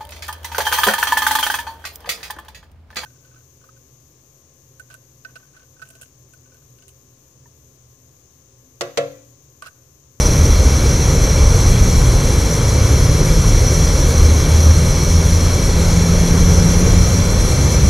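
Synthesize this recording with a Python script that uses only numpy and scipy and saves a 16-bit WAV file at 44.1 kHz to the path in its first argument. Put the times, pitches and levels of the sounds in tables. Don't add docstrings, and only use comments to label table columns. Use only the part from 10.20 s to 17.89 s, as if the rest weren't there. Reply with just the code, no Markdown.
import sys
import numpy as np
from scipy import signal
from scipy.io import wavfile
from scipy.ndimage import uniform_filter1d, minimum_filter1d

SR = 44100
rng = np.random.default_rng(int(sys.argv[2]) if len(sys.argv) > 2 else 0)


def to_wav(s):
    ch = np.atleast_2d(s).T
    pcm = np.round(np.clip(ch, -1, 1) * 32767)
    wavfile.write(sys.argv[1], SR, pcm.astype(np.int16))


def invert_db(x):
    u = np.asarray(x, float) / 20
    return 10 ** u


N = 339129


def evened(x):
    return x / np.sqrt(np.mean(x ** 2) + 1e-20)


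def read(points, hz, column=1):
    rows = np.transpose(points)
    return np.interp(np.log(hz + 1), np.log(rows[0] + 1), rows[column])


def level(rows, s):
    start_s, level_db = np.transpose(rows)
    return invert_db(np.interp(s, start_s, level_db))


def spells(rows, s):
    return invert_db(sum(db * np.exp(-(2 * (s - middle_s) / length_s) ** 2) for middle_s, length_s, db in rows))


def bump(hz, centre_hz, width_hz):
    return 1 / (1 + (2 * (hz - centre_hz) / width_hz) ** 2)


def patchwork(bins, frames, wide, long):
    field = rng.standard_normal((frames, bins)).T
    field = uniform_filter1d(field, max(round(wide), 1), 0)
    return evened(uniform_filter1d(field, max(round(long), 1), 1))


# pitch_hz, left_right_likeness, left_lead_rad, left_minus_right_db
PORTS = [(60, .9994, 0, 0), (140, .998, 0, .1), (250, .975, -.05, .3), (560, .99, -.08, -.5),
         (800, .83, -.35, 1), (1150, .73, -.45, 2.3), (1800, .73, -.5, .3), (2300, .94, -.5, -.5),
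         (3100, .8, -.55, 0), (6000, .9, -.35, .6), (7000, .98, -.05, 1.8), (9800, .99, 0, 4.2),
         (11300, .97, 0, 5.5), (12700, .8, 0, 5), (13500, .5, 0, 1)]


def turbulence(gain, size, patchy_db, patch_hz, patch_s, top_hz):
    hop = size // 4
    hz = np.fft.rfftfreq(size, 1 / SR)
    hz = hz[hz < top_hz]
    s = np.arange(N // hop + 6) * hop / SR
    a, b, c, d = rng.standard_normal((len(s), len(hz), 4)).T
    patches = patchwork(len(hz), len(s), patch_hz * size / SR, patch_s * SR / hop)
    same = np.clip(read(PORTS, hz), 0, 1)[:, None]
    lead_rad, tilt_db = read(PORTS, hz, column=2), read(PORTS, hz, column=3)
    tilt = (invert_db(tilt_db / 2) * np.exp(.5j * lead_rad))[:, None]
    left = a + 1j * b
    right = same * left + np.sqrt(1 - same ** 2) * (c + 1j * d)
    z = np.zeros((2, size // 2 + 1, len(s)), complex)
    shape = gain(hz[:, None], s) * invert_db(patchy_db * patches)
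    z[:, :len(hz)] = np.array([left * tilt, right / tilt]) * shape
    return evened(signal.istft(z, nperseg=size, noverlap=size - hop)[1][:, :N])


# start_s, level_db
ROAD = [(0.0, -18), (0.25, -15), (0.5, -18), (0.9, -16.5), (1.74, -16.5), (2.3, -17.5), (3.2, -17.5),
        (3.6, -17), (4.22, -18), (4.7, -15), (4.96, -17.5), (5.25, -18), (5.9, -17.5), (6.2, -16),
        (6.45, -16.5), (6.7, -15.5), (6.95, -18), (7.5, -14.5)]
# middle_s, length_s, change_db
DEEP_SWELLS = [
    (.65, 0.45, -4),
    (1.74, 0.35, 5.5),
    (2.48, 0.23, -4),
    (3.4, .6, 2.5),
    (4.45, 0.33, -6),
    (7.5, .5, -8),
]
# pitch_hz, density_db
DEEP = [(8, -26), (15, -21), (30, -0.5), (48, -2.5), (60, -15), (80, -40), (110, -100)]
# pitch_hz, density_db
RUMBLE = [(30, -50), (50, -3), (62, 4.5), (80, 0.5), (110, -2), (150, -4.5), (180, -9.5), (230, -16.5),
          (300, -20), (400, -100)]


def rumble():
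    deep_follows = 1.1

    def gain(hz, s):
        near = evened(level(ROAD, s))
        deep = invert_db(read(DEEP, hz) + 5.0) * near ** deep_follows * spells(DEEP_SWELLS, s)
        return np.hypot(deep, invert_db(read(RUMBLE, hz)) * near)
    return invert_db(-13.0) * turbulence(gain, size=8192, patchy_db=0.67, patch_hz=25., patch_s=0.27, top_hz=419.4)


def hum(rows):
    start_s, pitch_hz, level_db = np.transpose(rows)
    t = np.arange(start_s[0], start_s[-1], 1 / SR)
    slow = uniform_filter1d(uniform_filter1d(rng.standard_normal((1500, 2)), 25, 0), 25, 0)
    tremble = np.repeat(evened(slow), 100, axis=0)[:len(t)]
    glide_hz = np.interp(t, start_s, pitch_hz) * (1 + .004 * tremble[:, 0])
    turns = np.cumsum(glide_hz) / SR + rng.random()
    tremble_db = 1.18 * uniform_filter1d(tremble[:, 1], size=100)
    loudness = np.sqrt(2) * invert_db(np.interp(t, start_s, level_db) + tremble_db)
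    fade = signal.windows.tukey(len(t), 0.16 / (start_s[-1] - start_s[0]))
    out = np.zeros(N + SR)
    out[round(start_s[0] * SR):][:len(t)] = loudness * np.sin(2 * np.pi * turns) * fade
    return out[:N]


def passing(start_s, length_s, first_hz, last_hz, top_db):
    ends_db = -8.5
    u = np.linspace(0, 1, num=9)
    arch_db = top_db + ends_db * (2 * u - 1) ** 2
    return hum(np.transpose([start_s + length_s * u, first_hz + (last_hz - first_hz) * u, arch_db]))


# start_s, pitch_hz, level_db; the first two tables are one engine, joined near 4.3
# s
HUMS = [
    [(2.3, 76, -34), (2.5, 73.3, -19), (2.82, 72.6, -15), (3.05, 71.6, -22), (3.4, 73.5, -19),
     (3.66, 73.8, -18.5), (4.0, 77, -12), (4.15, 77, -10.5), (4.32, 78.8, -30)],
    [(4.25, 78.8, -15), (4.47, 79.3, -7), (4.75, 81, -24), (4.96, 82.6, -11.5), (5.15, 83.2, -12),
     (5.47, 85.6, -20), (5.78, 87.3, -16.5), (6.4, 92, -22.5), (6.6, 92.2, -17)],
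    [(4.5, 162.4, -24), (4.98, 164.3, -19.5), (5.35, 169, -29.5), (5.6, 169.2, -22.5), (6.11, 171, -17),
     (6.27, 172.3, -19.5), (6.43, 172.2, -16), (6.85, 176.5, -21.5), (7.4, 179.6, -29.5)],
    [(0.2, 67.6, -18), (0.38, 65.1, -14), (0.7, 65.2, -15.5), (0.9, 64.6, -14), (1.08, 66, -33),
     (1.25, 60.6, -16), (1.55, 49.45, -15), (1.75, 45.44, -15), (1.95, 44.3, -41)],
]
# start_s, length_s, first_hz, last_hz
PASSES = [(0, .7, 77.5, 78.5), (.4, .75, 104.5, 109), (1.1, .5, 111, 112), (1.5, .7, 112, 126),
          (1.1, .6, 94, 91.6), (1.7, .3, 91, 90), (1.05, .3, 73.2, 74.3), (1.5, .35, 73.5, 73),
          (2.3, .85, 104.5, 107.3), (3.17, .45, 106.5, 108.3), (3.65, .85, 107.5, 109.5),
          (2.7, .7, 160, 156), (3.42, .35, 157.5, 158.5), (3.8, .6, 160, 159.5), (2.3, 1.1, 124, 126),
          (.6, .5, 155.6, 150), (1.4, .4, 186, 184.5), (2.9, .6, 37.5, 38.5), (6.1, .4, 82.3, 82),
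          (6.5, .6, 83, 82.3), (6.55, .8, 92, 98), (7.2, .48, 91, 94)]
PASS_TOP_DB = [-14.5, -21.5, -21.5, -18.5, -17.5, -17.5, -15, -16.5, -17.5, -17, -22.5, -21.5, -19.5, -28,
               -20, -25, -23.5, -15, -18, -17.5, -18, -19]


def engines():
    passes = sum(passing(*row, top_db) for row, top_db in zip(PASSES, PASS_TOP_DB))
    return sum(hum(rows) for rows in HUMS) + passes


# pitch_hz, width_hz, depth_db
DIPS = [(2403, 82, 6), (2960, 140, 4), (3825, 120, 6), (4590, 100, 9), (5265, 130, 10.5), (6030, 68, 13),
        (6750, 90, 7), (8000, 120, 0.5), (9000, 310, 3), (11350, 100, 1), (12200, 130, 3)]


def dips(hz):
    return invert_db(-sum(depth_db * bump(hz, f, width_hz) for f, width_hz, depth_db in DIPS))


# start_s, level_db
BURN = [(0.0, -26), (0.4, -29), (0.75, -29), (1.0, -29), (1.55, -29.5), (2.0, -31.5), (2.6, -30),
        (3.0, -31), (3.35, -29), (3.55, -26.5), (3.75, -29), (4.2, -28), (4.73, -30), (5.0, -30.5),
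        (5.7, -30.5), (6.5, -28), (7.1, -30), (7.69, -28)]


def fuel_push(s):
    return level(BURN, s)


# middle_s, length_s, change_db
GUSTS = [
    (1.77, .25, -0.5),
    (3.3, .6, -0.5),
    (4.14, 0.17, -1),
    (4.95, 1, -1.2),
    (6.5, 0.61, .8),
]
# pitch_hz, density_db
FLAME = [(80, -57), (200, 1), (320, -1.5), (500, 1), (580, -3), (680, -10.5), (850, -10), (1100, -10),
         (1500, -13), (1800, -16), (2100, -14), (2600, -20), (3200, -24), (5000, -90)]


def flame():
    flame_follows = 0.059

    def gain(hz, s):
        return invert_db(read(FLAME, hz)) * dips(hz) * fuel_push(s) ** flame_follows * spells(GUSTS, s)
    return invert_db(-22.5) * turbulence(gain, size=2048, patchy_db=0.68, patch_hz=300., patch_s=0.092, top_hz=5199)


def flutter(hz, s):
    high = np.clip((hz - 3000) / 5000, 0, 1)
    quick_db = 0.84 * patchwork(1, len(s), 1., 6.)
    strands_db = 1.8 * patchwork(len(hz), len(s), 4., 50.)
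    return invert_db(high * (quick_db + strands_db))


# pitch_hz, density_db
JET = [(1200, -90), (2600, -20.5), (4000, -16), (5200, -20.5), (6600, -14), (7500, -19.5), (8300, -21.5),
       (10000, -20), (11500, -23.5), (12500, -26), (13500, -33.5), (14300, -34), (15200, -40), (17000, -80)]
# pitch_hz, width_hz, level_db
BELL = [(2302, 101, -6), (3315, 230, -12.5), (4210, 416, -8.5), (5127, 310, -11), (5643, 300, -2.5),
        (5925, 198, 1), (6180, 255, -4.5), (6720, 220, -11), (7160, 140, -14.5), (7650, 160, -15.5),
        (8700, 130, -30), (9140, 72, -12.5), (9760, 180, -19.5), (10260, 130, -19.5), (11100, 200, -26),
        (11500, 250, -21.5), (12300, 350, -30), (12900, 200, -28)]


def jet():
    fizz_follows = 0.16

    def gain(hz, s):
        modes = sum(invert_db(2 * db) * bump(hz, f, 1.31 * width_hz) ** 2 for f, width_hz, db in BELL)
        share = bump(hz, 6050, 1500) ** 2
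        push = evened(fuel_push(s))
        drive = share * push + (1 - share) * push ** fizz_follows
        return np.sqrt(invert_db(2 * read(JET, hz)) + modes) * dips(hz) * drive * flutter(hz, s)
    return invert_db(-24.0) * turbulence(gain, size=1024, patchy_db=0.88, patch_hz=250., patch_s=.04, top_hz=16995)


def scene():
    return rumble() + engines() + flame() + jet()


def blocks(bins, frames, wide):
    field = rng.standard_normal((frames // 2 + 2, bins // wide + 1))
    field = evened(field[1:] + .7 * field[:-1])
    return np.repeat(np.repeat(field, 2, axis=0), wide, axis=1)[:frames, :bins].T


def weak(z):
    power = uniform_filter1d(abs(z) ** 2, size=5, axis=1)
    around = uniform_filter1d(power, size=30, axis=0)
    return uniform_filter1d(power, size=3, axis=0) < invert_db(-11) * around


# middle_s, length_s, change_db
SPELLS = [
    (.2, 0.54, -6),
    (1.77, .2, 10),
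    (2.55, .7, 13),
    (2.97, 0.41, 16),
    (4.1, 0.58, -10.5),
    (4.73, 0.203, -3),
    (5.3, 0.44, 13),
    (5.7, 0.23, 6.5),
]
# pitch_hz, cost_db
SIDE_COST = [(60, -25), (200, -23), (350, -35), (750, -38.5), (1500, -60), (3000, -47), (3700, -16),
             (5000, 0), (5500, -17.5), (6500, -15), (7200, -32), (9300, -24), (9800, -72)]


def narrowed(x):
    hz, s, (mid, side) = signal.stft(np.array([x[0] + x[1], x[0] - x[1]]) / 2, SR, nperseg=1024)
    busy = np.interp(hz, [2500, 3500, 6400, 7600], [0, 1, 1, 0])[:, None]
    usual_db = -22.5
    spare = (invert_db(usual_db) * spells(SPELLS, s)) ** busy * invert_db(-24 * (1 - busy))
    spare = spare * invert_db(4.0 * blocks(len(hz), len(s), wide=8) + 6.0 * blocks(len(hz), len(s), wide=32))
    edge_hz = 14350 + 345 * np.round(1.1 * blocks(1, len(s), wide=1))
    side = side * (spare > invert_db(read(SIDE_COST, hz))[:, None]) * (hz[:, None] < edge_hz - 500)
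    mid = mid * (hz[:, None] < edge_hz)
    kept = ~(weak(mid) & (hz[:, None] > 7000))
    mid, side = mid * kept, side * kept
    return signal.istft(np.array([mid + side, mid - side]), SR, nperseg=1024)[1][:, :N]


def band_limit(x):
    return signal.sosfilt(signal.butter(12, 15600, fs=SR, output="sos"), x)


def record(dry):
    ceiling = 1.2
    room = np.minimum(ceiling / (abs(dry).max(0) + 1e-9), 1)
    gain = uniform_filter1d(minimum_filter1d(room, size=260), size=200)
    mix = narrowed(np.clip(dry * gain, -.99, .99))
    return band_limit(mix)


dry = scene()
out = record(dry)
to_wav(out)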